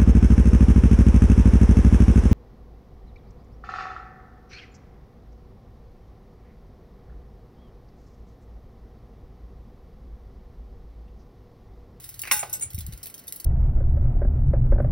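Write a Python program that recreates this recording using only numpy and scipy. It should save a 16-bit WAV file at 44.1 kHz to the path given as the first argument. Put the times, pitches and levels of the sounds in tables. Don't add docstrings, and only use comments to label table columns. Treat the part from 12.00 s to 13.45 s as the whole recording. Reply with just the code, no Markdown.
import sys
import numpy as np
from scipy import signal
from scipy.fft import rfft, irfft, next_fast_len
from scipy.io import wavfile
from scipy.ndimage import map_coordinates

SR = 44100
rng = np.random.default_rng(int(sys.argv[2]) if len(sys.argv) > 2 else 0)


def log_audio(samples):
    frames = np.atleast_2d(samples).T
    limited = np.clip(frames, -1, 1)
    pcm = np.round(limited * 32767).astype(np.int16)
    wavfile.write(sys.argv[1], SR, pcm)


N = 63945

# (frequency [Hz], level [dB])
HUM_LINES = [(44, -63), (87, -60.5), (119.6, -57.5)]
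# (time [s], gain [dB])
MOTOR_ENVELOPE = [(0, -0.5), (.6, -1), (1, -0.5), (1.15, -13), (1.3, -9), (1.45, -7)]
DRAUGHT_ENVELOPE = [(0, -74), (.4, -67), (.6, -55.5), (.75, -69), (1, -62), (1.25, -58), (1.45, -61)]
SIZZLE_ENVELOPE = [(0, -44), (0.152, -52), (0.299, -52.5), (.55, -50), (.7, -85), (1.1, -83), (1.45, -75)]
# (frequency [Hz], gain [dB])
RUMBLE_SPECTRUM = [(20, -20), (45, 5.5), (100, 5.5), (150, 0), (300, -30), (800, -74)]
DRAUGHT_SPECTRUM = [(40, -12), (150, 3), (280, 1.5), (600, -2), (1200, -14), (3000, -45)]
AIR_SPECTRUM = [(20, -1), (100, 3), (170, 2.5), (300, -2.5), (600, -6.5), (1200, -10.5), (2000, -8),
                (3000, -13), (5500, -13), (9000, -17), (12000, -18), (15500, -10)]

# (time [s], level [dB], t60 [s], tilt [dB/octave])
CHAIN_TICKS = [(0.033, -45, 0.016, 0), (.041, -34, 0.063, -1), (0.0902, -32, 0.057, 2),
               (0.1416, -34.5, 0.038, 1.5), (0.1924, -24, 0.032, 2.5), (0.2171, -18.5, 0.033, 4.5),
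               (0.273, -33.5, 0.052, -5.5), (0.496, -33.5, 0.051, -0.5), (0.596, -29.5, 0.03, 5.5),
               (0.703, -35.5, 0.072, 3.5), (0.733, -33.5, 0.027, 0), (0.7454, -22.5, 0.033, 4),
               (0.779, -36, 0.035, -3.5), (.786, -30, 0.068, 0.5), (0.806, -31.5, 0.051, -2),
               (.865, -25.5, 0.02, 3.5), (0.9233, -37.5, 0.058, -3.5), (.935, -36, 0.032, -1.5),
               (0.9757, -37, 0.039, 2.5), (1.030, -30, 0.09, 1), (1.058, -23.5, 0.021, 1),
               (1.069, -32, 0.046, -1.5), (1.099, -37.5, 0.053, 0.5), (1.141, -31.5, 0.058, 1.5),
               (1.179, -33, 0.024, -1), (1.191, -37, 0.048, 0), (1.2388, -38.5, 0.023, 4),
               (1.270, -35.5, 0.042, 9), (1.2792, -27.5, 0.045, 1), (1.324, -18, 0.013, 2),
               (1.36, -29.5, 0.044, 2.5), (1.3995, -29, 0.046, 1.5), (1.444, -20, 0.033, 5.5)]
# (time [s], level [dB])
GRATE_HITS = [(0.2359, -26), (0.244, -34.5), (0.253, -29), (0.261, -35), (0.2746, -29.5), (.279, -28),
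              (.289, -42)]
# (time [s], level [dB], t60 [s])
RATTLE_HITS = [(.313, -16, 0.067), (0.3177, -15, 0.047), (0.3216, -10, 0.029), (0.3263, -16.5, 0.03),
               (.333, -18.5, 0.074), (0.34, -17.5, 0.044), (0.365, -22, 0.074), (.377, -27, 0.081)]
# (time [s], level [dB])
PENDANT_STRIKES = [(0.3918, -24.5), (0.402, -40.5), (.610, -30), (0.614, -35), (0.6233, -25)]
COLLAR_STRIKES = [(0.5284, -27), (.537, -28.5)]
# (time [s], boom level [dB], pitch [Hz], thud level [dB])
BUMPS = [(0.597, -49, 110, -39.5), (0.647, -39.5, 85, -38), (0.658, -35.5, 82, -66), (.741, -19, 88, -46),
         (.780, -21, 90, -27.5), (.815, -26, 78.6, -46), (.843, -24, 65, -50), (0.872, -24.5, 73.5, -54),
         (.884, -27, 104, -29), (0.929, -24.5, 54, -33), (0.984, -50, 54.4, -58)]

# (frequency [Hz], gain [dB], t60 [s])
CHAIN_MODES = [(3776, -13, .12), (4394, -14.5, 0.12), (5530, -5.5, 0.058), (5740, -13, 0.19),
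               (8700, -1, 0.083), (10360, -3, 0.082), (11340, -6, 0.037), (11100, -1, 0.062),
               (11460, -2, 0.033), (14394, 0.5, .08), (15000, 3, 0.051)]
HOUSING_MODES = [(528.3, 2, 0.098), (840.4, -2, 0.6), (1061, 9.5, 0.067), (1174, 12.5, .06),
                 (1213, -19.5, 0.95), (1490.5, -3.5, 0.64), (1900, 9.5, 0.11), (1963, -15.5, 0.86),
                 (2080, 2, 0.078), (2430, 0.5, 0.15), (2747, -7, 0.36), (3740, -8.5, 0.46),
                 (5055, -7.5, 0.44), (5550, -0.5, 0.29)]
PENDANT_MODES = [(2270, -15, .12), (6660, -11, .09), (7700, -14, .08), (8100, -12, .08), (8520, -14, .07),
                 (9549, -9, .09), (14600, -19, .06), (7150, -4, .11), (9458, 1, .13), (13590, -5, .1)]
COLLAR_MODES = [(6000, -8, 0.07), (6690, -3.5, 0.076), (7650, -14, 0.11), (8040, -2, 0.14),
                (8460, -3, 0.048), (9650, -12, 0.066), (10600, -8, 0.1), (11407, -3.5, 0.1),
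                (13100, -9, .12), (13420, -7, 0.091), (14400, -7, 0.029), (15300, -5, 0.057)]

# (frequency [Hz], gain [dB])
TICK_SPECTRUM = [(300, -25), (1200, -27.5), (2000, -11), (3000, -11), (4200, -7), (6200, -7), (7500, -1.5),
                 (9200, -4.5), (12500, 1), (15500, -0.5)]
GRATE_SPECTRUM = [(200, -20), (700, -14.5), (1400, -12), (2000, -2), (2500, 1.5), (3300, -20.5),
                  (6000, -16.5), (15000, -26)]
CRACK_SPECTRUM = [(300, -28), (1000, -5), (1800, 3), (2600, 5), (3500, -53), (6000, -9), (15000, -26)]
SNAP_SPECTRUM = [(100, -19), (350, -21), (550, -17), (800, -12), (1100, 0.5), (2000, 0), (2600, 0.5),
                 (3300, -9), (4000, -2), (4700, -12.5), (5600, -1), (8000, -9), (15000, -28)]
RATTLE_SPECTRUM = [(2000, -17), (5000, -12), (6500, -4), (8400, 1), (9100, -8), (10300, 3.5), (11300, -3.5),
                   (12300, 3.5), (15500, 0.5)]
KNOCK_SPECTRUM = [(150, -20), (300, -20.5), (450, -8), (740, 3), (950, -6), (1100, -3.5), (1700, -17),
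                  (2300, -8.5), (3200, -18.5), (9000, -26)]
PENDANT_SPECTRUM = [(1500, -19.5), (2300, -13), (3200, -15), (5500, -20), (7000, 9.5), (9500, -2.5),
                    (11500, -14), (14000, -32), (15500, -35)]
COLLAR_SPECTRUM = [(2000, -15.5), (4600, -12), (6000, -1), (7200, -4), (8200, -2), (9200, -24), (11500, -3),
                   (15500, -3.5)]
THUD_SPECTRUM = [(20, -20), (50, 7), (150, 4.5), (250, -10), (380, -31), (1000, -62)]

# (frequency [Hz], coherence [0..1])
PORT_COHERENCE = [(100, .99), (400, 0.87), (1000, 0.56), (2000, 0.89), (3000, 0.32), (4500, 0.8), (7200, 1),
                  (9000, 0.93), (10500, 0.96), (12000, 0.55), (13500, 1), (15500, 0.41)]
# (frequency [Hz], left lead [rad])
PORT_LEAD = [(0, 0), (1700, .1), (2700, .7), (4300, .7), (5200, .4), (6000, 1.6), (6600, 2.8),
             (7200, np.pi), (7800, 3.4), (9000, 4.8), (10000, 6.1), (10600, 2 * np.pi), (11300, 6.7),
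             (12700, 8.8), (13500, 3 * np.pi), (14200, 9.8), (16000, 12.3)]
# (frequency [Hz], left minus right [dB])
PORT_BALANCE = [(60, 1.5), (500, -2), (2000, -0.4), (3500, -1.5), (5500, -0.5), (15000, 0)]

FULL_RING_S = 0.04


def amp(db):
    return 10 ** (np.asarray(db) / 20)


def along(points, hz):
    freqs_hz, values = np.transpose(points)
    return np.interp(np.log(hz + 1), np.log(freqs_hz + 1), values)


def since(start_s):
    return np.maximum(np.arange(N) / SR - start_s, 0)


def envelope(points):
    return amp(np.interp(since(0), *np.transpose(points)))


def wobble(rate_hz):
    knots = rng.standard_normal(int(N * rate_hz / SR) + 4)
    return map_coordinates(knots, [np.arange(N) * rate_hz / SR])


def blow(t, t60_s, rise_s):
    return (1 - np.exp(-t / rise_s)) * amp(-60 * t / t60_s)


def filtered(x, response):
    size = x.shape[-1]
    padded = next_fast_len(size + 4096)
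    return irfft(rfft(x, padded) * response(np.fft.rfftfreq(padded, 1 / SR)), padded)[..., :size]


def noise(spectrum, size=N, peaks_db=0, peak_width_hz=200):
    knots = rng.standard_normal(SR // 64)

    def response(hz):
        spread_rad = np.arccos(np.clip(along(PORT_COHERENCE, hz), 0, 1)) / 2
        ripple_db = peaks_db * np.interp(hz / peak_width_hz, np.arange(len(knots)), knots)
        return amp(along(spectrum, hz) + ripple_db) * [np.cos(spread_rad), np.sin(spread_rad)]

    mid, side = filtered(rng.standard_normal((2, size)), response)
    stereo = np.array([mid + side, mid - side])
    return stereo / np.sqrt(np.mean(stereo ** 2) + 1e-20)


def clicks(contacts, spectrum, rise_s, room_db, room_t60_s, peaks_db=0):
    size = SR // 3
    t, out = np.arange(size) / SR, np.zeros((2, N + size))
    tail = amp(room_db) * blow(t, room_t60_s, rise_s=0.0026)
    for s, db, t60_s, tilt in contacts:
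        tilted = [(hz, gain_db + tilt * np.log2(hz)) for hz, gain_db in spectrum]
        decay = np.hypot(blow(t, t60_s, rise_s), tail * np.sqrt(t60_s / FULL_RING_S))
        out[:, round(s * SR):][:, :size] += amp(db) * decay * noise(tilted, size, peaks_db)
    return out[:, :N]


def ring(modes, hits, blur_rad, blur_hz, rise_s):
    out, t = np.zeros((2, N)), since(0)
    scatter = lambda: np.interp(t * blur_hz, np.arange(SR // 32), rng.standard_normal(SR // 32))
    for hz, mode_db, t60_s in modes:
        power = np.zeros(2 * N)
        decay = blow(t[t < t60_s], t60_s, rise_s) ** 2
        for s, db in hits:
            power[round(s * SR):][:len(decay)] += amp(db + mode_db + 1.5 * rng.normal()) ** 2 * decay
        phase = 2 * np.pi * (hz * t + rng.random())
        port_jitter = blur_rad * (scatter() + 0.25 * scatter() * np.array([[1], [-1]]))
        flicker = amp(3.56 * blur_rad * scatter())
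        out += np.sqrt(power[:N]) * flicker * np.sin(phase + port_jitter)
    return out


def fan():
    hum = np.zeros(N)
    for hz, db in HUM_LINES:
        peak = np.sqrt(2) * amp(db + 1.6 * wobble(6.5))
        hum += peak * np.sin(2 * np.pi * hz * since(0) + 0.66 * wobble(3.9))
    motor = envelope(MOTOR_ENVELOPE) * (hum + amp(-57) * noise(RUMBLE_SPECTRUM))
    draught = envelope(DRAUGHT_ENVELOPE) * noise(DRAUGHT_SPECTRUM)
    air = amp(-54 + 1.17 * wobble(11.55)) * noise(AIR_SPECTRUM, peaks_db=3.5, peak_width_hz=51)
    return motor + draught + air


def chain():
    ticks = clicks(CHAIN_TICKS, TICK_SPECTRUM,
                   rise_s=0.0002, room_db=-11.5, room_t60_s=0.17, peaks_db=5.5)
    bead_hits = [(s, db + 20 * np.log10(t60_s / FULL_RING_S))
                 for s, db, t60_s, *_ in CHAIN_TICKS + RATTLE_HITS]
    jingle = amp(-17.5) * ring(CHAIN_MODES, bead_hits, blur_rad=0.71, blur_hz=76, rise_s=0.0023)
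    sizzle = envelope(SIZZLE_ENVELOPE) * amp(1.6 * wobble(119.4)) * noise(TICK_SPECTRUM)
    return ticks + jingle + sizzle


def grating():
    return clicks([(s, db, 0.016, 0) for s, db in GRATE_HITS], GRATE_SPECTRUM,
                  rise_s=0.00033, room_db=-13, room_t60_s=0.46, peaks_db=4.5)


def housing(snap_s, knock_s):
    crack = clicks([(snap_s, -15, 0.014, 0)], CRACK_SPECTRUM,
                   rise_s=0.00014, room_db=-28, room_t60_s=0.25)
    snap = clicks([(snap_s, -14, 0.048, 0)], SNAP_SPECTRUM,
                  rise_s=0.0003, room_db=-15, room_t60_s=0.31, peaks_db=5)
    shell = amp(-33.5) * ring(HOUSING_MODES, [(snap_s, 0)], blur_rad=0.6, blur_hz=26.6, rise_s=0.0015)
    rattle = clicks([(s, db, t60_s, 0) for s, db, t60_s in RATTLE_HITS], RATTLE_SPECTRUM,
                    rise_s=0.00053, room_db=-12.5, room_t60_s=0.24, peaks_db=5.5)
    knock = clicks([(knock_s, -23.5, 0.06, 0)], KNOCK_SPECTRUM,
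                   rise_s=0.0012, room_db=-16, room_t60_s=0.25)
    return crack + snap + shell + rattle + knock


def fittings():
    pendant = ring(PENDANT_MODES, PENDANT_STRIKES, blur_rad=1.0, blur_hz=250, rise_s=0.0024)
    collar = ring(COLLAR_MODES, COLLAR_STRIKES, blur_rad=1.13, blur_hz=200, rise_s=0.00037)
    pendant_crack = clicks([(s, db, 0.04, 0) for s, db in PENDANT_STRIKES], PENDANT_SPECTRUM,
                           rise_s=0.0005, room_db=-4, room_t60_s=0.18, peaks_db=4)
    collar_crack = clicks([(s, db, 0.025, 0) for s, db in COLLAR_STRIKES], COLLAR_SPECTRUM,
                          rise_s=0.00058, room_db=-4, room_t60_s=0.19, peaks_db=8)
    return pendant + collar + amp(-0.5) * pendant_crack + amp(2) * collar_crack


def handling():
    boom = np.zeros(N)
    for s, db, hz, _ in BUMPS:
        t = since(s)
        boom += amp(db) * blow(t, t60_s=0.11, rise_s=0.0045) * np.sin(2 * np.pi * hz * t)
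    thud = clicks([(s, thud_db, 0.04, 0) for s, _, _, thud_db in BUMPS], THUD_SPECTRUM,
                  rise_s=0.0012, room_db=-17.5, room_t60_s=0.27)
    return boom + thud


def scene():
    return fan() + chain() + grating() + housing(snap_s=0.3122, knock_s=0.428) + fittings() + handling()


def record(dry):
    low_cut_hz, top_hz = 27, 15850
    split = np.array([[0.5], [-0.5]])

    def ports(hz):
        phase_rad = split * np.interp(hz, *np.transpose(PORT_LEAD))
        gain = amp(split * along(PORT_BALANCE, hz))
        return gain * np.exp(1j * phase_rad) / np.sqrt(1 + (hz / top_hz) ** 200)

    low_cut = signal.butter(2, low_cut_hz, 'highpass', fs=SR, output='sos')
    return filtered(signal.sosfilt(low_cut, dry), ports)


dry = scene()
out = record(dry)
log_audio(out)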